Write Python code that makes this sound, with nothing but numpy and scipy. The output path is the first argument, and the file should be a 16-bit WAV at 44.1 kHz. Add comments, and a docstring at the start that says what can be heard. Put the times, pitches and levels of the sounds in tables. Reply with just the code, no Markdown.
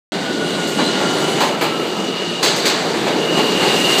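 """Rumble and roar of wheels on rough rail: a subway train rolls into an underground station
and passes an arm's length from the platform edge. Axles clack over joints; the tunnel smears each blow.
Rubbing flanges make the rails sing ahead of the train. A gear whine sinks.
A shrill whine swells, dips at two loud clacks, and is loudest near the end."""
import sys
import numpy as np
from scipy import signal
from scipy.fft import rfft, irfft
from scipy.io import wavfile
from scipy.ndimage import uniform_filter1d, minimum_filter1d

SR = 44100
rng = np.random.default_rng(int(sys.argv[2]) if len(sys.argv) > 2 else 0)


def bounce(signal):
    """Save signal as a 16-bit WAV file at the path given by the first command-line argument."""
    frames = np.transpose(np.atleast_2d(signal))
    limited = np.clip(frames, -1, 1)
    pcm = np.round(limited * 32767).astype(np.int16)
    wavfile.write(sys.argv[1], SR, pcm)


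N = 176400

# rolling noise spectrum: f/Hz, ahead level/dB, alongside level/dB
ROLL_SPECTRUM = [(25, -39, -47), (75.5, -35.5, -33), (114, -15, -14), (169.6, -0.5, -1.5), (263, 0, -3),
                 (350, 1, 1.5), (450, -3, -0.5), (528, -4.5, -5.5), (796, -8, -8.5), (1100, -13, -13),
                 (1610, -14, -14.5), (2180, -14.5, -16.5), (2540, -18.5, -16), (3360, -14.5, -16.5),
                 (3720, -14.5, -14), (4770, -17, -16.5), (5280, -26.5, -26), (5600, -23.5, -22.5),
                 (8200, -24.5, -26.5), (9530, -34.5, -36.5), (15000, -46.5, -41)]
# centres of rumble, roar, hiss, top: f/Hz
ROLL_BANDS_HZ = [260, 1200, 6500, 12000]
# rolling noise gain: t/s, then level/dB of rumble, roar, hiss, top
ROLL_LEVELS = [(.12, -3.5, -0.5, -2, -0.5), (.4, 1, -1, -0.5, -3), (.75, 1.5, -1, 2, 3),
               (1.0, 2, 2, 3.5, -2), (1.36, 2.5, 3.5, 1.5, 4), (1.57, -2, -1, -4.5, -4),
               (1.8, -1, -1, -1.5, -1.5), (2.1, -1, -2, -1.5, -4.5), (2.4, -4, -1, -1.5, -5),
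               (2.6, -3, 2.5, 3, 4.5), (2.85, -0.5, 5, 2, -3), (3.05, 3.5, 2, 0.5, -0.5), (3.3, 2, 2, 1, 2),
               (3.55, 3.5, 4, 4, 7), (3.75, 3.5, 5.5, 6, 10), (4.0, 0.5, 7, 9, 14)]
# joint strikes: t/s, attack/s, then level/dB of thud, bang, clang, ring, crack
STRIKES = [(.668, 0.0059, -25, -22, -24, -8, -9), (0.778, 0.015, 2, 0.5, -4, -8, -22),
           (.985, 0.018, -15, -4, -9, -26, -16), (1.404, 0.0012, -11, 4, -1.5, -4, -5),
           (1.609, 0.0023, -1, 0, -1, -9.5, -3), (2.426, 0.0039, 1.5, 2, 2.5, 6, 2),
           (2.555, 0.01, -10, -13, -17, -9, -8), (2.652, 0.0033, -7, -7, 0, 2.5, -0.5),
           (3.054, 0.016, 2, 0, -4.5, -13, -20), (3.365, 0.011, 0, 0, -4, -8, -11),
           (3.61, 0.0098, -6, -0.5, -2, -14, -14), (3.98, .004, -12, -10, -10, 1, 0)]
# clack spectrum: f/Hz, level/dB
CLACK_SPECTRUM = [(30, -52), (80, -46), (170, -1.5), (400, 2.5), (900, -2.5), (1500, -6), (2500, -6.5),
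                  (3300, -6.5), (4000, -4.5), (4800, -6.5), (5400, -16), (6500, -11), (8200, -13.5),
                  (9500, -22.5), (15000, -21.5)]
# centres of thud, bang, clang, ring, crack: f/Hz
CLACK_BANDS_HZ = [260, 800, 2200, 6000, 12000]
# decay of each clack band: T60/s
CLACK_DECAYS_S = [0.5, 0.41, 0.57, 0.48, 0.21]
# modes of struck wheel and rail: f/Hz, level/dB
WHEEL_MODES = [(570, -0.5), (860, 0.5), (1060, -3.5), (2320, -9), (4080, -4.5), (4480, -3), (4900, -9),
               (6400, -10), (7700, -10), (9690, -22)]
# shrill whine: t/s, f/Hz, core level/dB
SHRILL_TRACK = [(.12, 2880, -40.5), (.6, 2880, -33.5), (.95, 2920, -32), (1.35, 2950, -30),
                (1.55, 2900, -36.5), (1.8, 2880, -33.5), (2.35, 2880, -30.5), (2.6, 2880, -39),
                (3.05, 2870, -41.5), (3.2, 2865, -33), (3.33, 2860, -23.5), (3.44, 2860, -26.5),
                (3.7, 2855, -25), (3.9, 2850, -20), (4.0, 2850, -25.5)]
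# gear whine: t/s, f/Hz, core level/dB
GEAR_TRACK = [(.12, 1490, -36), (.38, 1464, -33), (.7, 1442, -36.5), (1.05, 1400, -32), (1.5, 1349, -40.5),
              (1.85, 1314, -34), (2.15, 1285, -43), (2.45, 1230, -46)]
# high rail modes: f/Hz
RAIL_MODES_HZ = [4070, 6050, 6860, 7740, 8780, 9690, 10200, 13500, 14400]
# per rail mode: width/Hz
RAIL_WIDTHS_HZ = [300, 340, 280, 300, 260, 200, 340, 600, 700]
# per rail mode: relative level/dB
RAIL_LEVELS_DB = [-2, -4, -3, -6, -11, -15, -9.5, -12, -13]
# gain of the rail singing: t/s, level/dB
SINGING_LEVEL = [(.12, -55), (.5, -46), (.95, -51), (1.12, -41), (1.42, -38), (1.6, -53), (2.3, -57),
                 (2.75, -56), (2.92, -49), (3.15, -54), (4.0, -54)]
# flange chirps: peak t/s, 1/e half-length/s, level/dB
FLANGE_CHIRPS = [(0.545, 0.036, -33), (0.85, .06, -26.5)]


def rolling():
    """Wheels on rough rail; the spectrum shifts as the train draws level."""
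    arrival_s, crossfade_s = 1.5, 0.66
    level_db, flicker_db, swell_db = -20, 1.4, 0.14
    near = np.clip((np.arange(N) / SR - arrival_s) / crossfade_s + .5, 0, 1)
    rush, spectra = contact(), np.array(ROLL_SPECTRUM)
    ahead, alongside = colour(rush, spectra[:, [0, 1]]), colour(rush, spectra[:, [0, 2]])
    roll = (1 - near) * ahead + near * alongside
    narrow_bands = split(roll, np.geomspace(60, 15000, 14))
    roll = sum(band * undb(flicker_db * walk(rate_hz=11)) for band in narrow_bands)
    wide_bands = split(roll, ROLL_BANDS_HZ)
    roll = sum(band * undb(curve(ROLL_LEVELS, k + 1)) for k, band in enumerate(wide_bands))
    return roll * undb(level_db + swell_db * walk(rate_hz=12))


def contact(grit_per_s=1300, grit_share=0.22, spread_db=2.5):
    """Steel on rough steel: a dense rush with small impacts in it."""
    rush = rng.standard_normal(N)
    hits = rng.random(N) < grit_per_s / SR
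    sizes = undb(spread_db * np.minimum(rng.exponential(size=N), 4))
    grit = unit(hits * sizes * rng.choice([-1, 1], N))
    return np.sqrt(1 - grit_share) * rush + np.sqrt(grit_share) * grit


def clacks(crash_db=-14.5, ring_db=-28.5):
    """Each joint strike shakes the bogie, top band dying first, and leaves wheel and rail ringing."""
    bands = split(colour(contact(), CLACK_SPECTRUM), CLACK_BANDS_HZ)
    crash = sum(band * strike_envelope(k, CLACK_DECAYS_S[k]) for k, band in enumerate(bands))
    ring = np.zeros(N)
    for hz, db in WHEEL_MODES:
        nearest_band = np.argmin(np.abs(np.log(np.array(CLACK_BANDS_HZ) / hz)))
        ring += tone(hz, width_hz=110) * undb(db) * strike_envelope(nearest_band, t60_s=0.72)
    return crash * undb(crash_db) + ring * undb(ring_db)


def strike_envelope(band_index, t60_s, hold_s=0.026):
    """All strikes in one band: attack, short hold between near walls, decay in the tunnel."""
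    t, power = np.arange(N) / SR, np.zeros(N)
    for start_s, attack_s, *levels_db in STRIKES:
        rise = np.clip((t - start_s) / attack_s, 0, 1)
        fall = np.exp(-np.log(1000) * np.maximum(t - start_s - hold_s, 0) / t60_s)
        power += (undb(levels_db[band_index]) * rise * fall) ** 2
    return np.sqrt(power)


def whine(track, core_width_hz, skirt_width_hz, skirt_db):
    """A narrow core with a rough skirt, following a pitch and level track."""
    hz, level_db = curve(track, 1), curve(track, 2)
    core = tone(hz, core_width_hz)
    skirt = tone(hz, skirt_width_hz) * undb(skirt_db)
    return (core + skirt) * undb(level_db)


def rail_singing(glint_db=3, glint_hz=19):
    """Rubbing flanges make the rail's high modes glint in turn."""
    modes = zip(RAIL_MODES_HZ, RAIL_WIDTHS_HZ, RAIL_LEVELS_DB)
    singing = sum(tone(hz, width_hz) * undb(db + glint_db * walk(glint_hz)) for hz, width_hz, db in modes)
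    return singing * undb(curve(SINGING_LEVEL, 1))


def flange_chirps(centre_hz=4020, rise_hz_per_s=2000):
    """Flanges rub short rising chirps near the lowest singing mode."""
    t, chirps = np.arange(N) / SR, np.zeros(N)
    for peak_s, half_s, db in FLANGE_CHIRPS:
        hz = centre_hz + rise_hz_per_s * np.clip(t - peak_s, -half_s, half_s)
        envelope = np.exp(-((t - peak_s) / half_s) ** 2)
        chirps += tone(hz, width_hz=290) * undb(db) * envelope
    return chirps


def tone(hz, width_hz):
    """A tone blurred into a narrow band by many reflections; rms 1."""
    phase = 2 * np.pi * np.cumsum(hz * np.ones(N)) / SR
    return unit(walk(width_hz / 2) * np.cos(phase) + walk(width_hz / 2) * np.sin(phase))


def walk(rate_hz):
    """Smooth random drift; rms 1."""
    hz = np.arange(N // 2 + 1) * SR / N
    return unit(irfft(rfft(rng.standard_normal(N)) * np.exp(-(hz / rate_hz) ** 2), N))


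def colour(x, spectrum):
    """Filter by rows of f/Hz, level/dB; rms 1."""
    hz, db = np.array(spectrum).T
    gain = undb(np.interp(log_hz(), np.log(hz), db))
    return unit(irfft(rfft(x) * gain, N))


def split(x, centres_hz):
    """Overlapping bands that sum to x."""
    spectrum = rfft(x)
    weights = [np.interp(log_hz(), np.log(centres_hz), row) for row in np.eye(len(centres_hz))]
    return [irfft(spectrum * weight, N) for weight in weights]


def log_hz():
    """Log frequency of each FFT bin."""
    return np.log(np.maximum(np.arange(N // 2 + 1) * SR / N, 1))


def curve(table, column):
    """One table column, linearly interpolated in time."""
    rows = np.array(table)
    return np.interp(np.arange(N) / SR, rows[:, 0], rows[:, column])


def undb(db):
    """Decibels to gain."""
    return 10 ** (np.asarray(db) / 20)


def unit(x):
    """Scale to rms 1."""
    return x / np.sqrt(np.mean(x ** 2))


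def scene():
    """The train from the platform, mono."""
    wheels = rolling() + clacks()
    gear = whine(GEAR_TRACK, core_width_hz=42, skirt_width_hz=150, skirt_db=-1.5)
    shrill = whine(SHRILL_TRACK, core_width_hz=150, skirt_width_hz=344, skirt_db=-2.5)
    return (wheels + shrill + gear + rail_singing() + flange_chirps())[None, :]


def record(dry, start_s=.12, ceiling=.75, cutoff_hz=15250):
    """Brief opening silence, fast peak limiter, steep low-pass."""
    gate = np.arange(N) / SR >= start_s
    gain = ceiling / np.maximum(np.abs(dry), ceiling)
    smooth_gain = uniform_filter1d(minimum_filter1d(gain, size=129), size=129)
    lowpass = signal.ellip(14, .2, 90, cutoff_hz, fs=SR, output="sos")
    return signal.sosfilt(lowpass, dry * smooth_gain * gate)


dry = scene()
out = record(dry)
bounce(out)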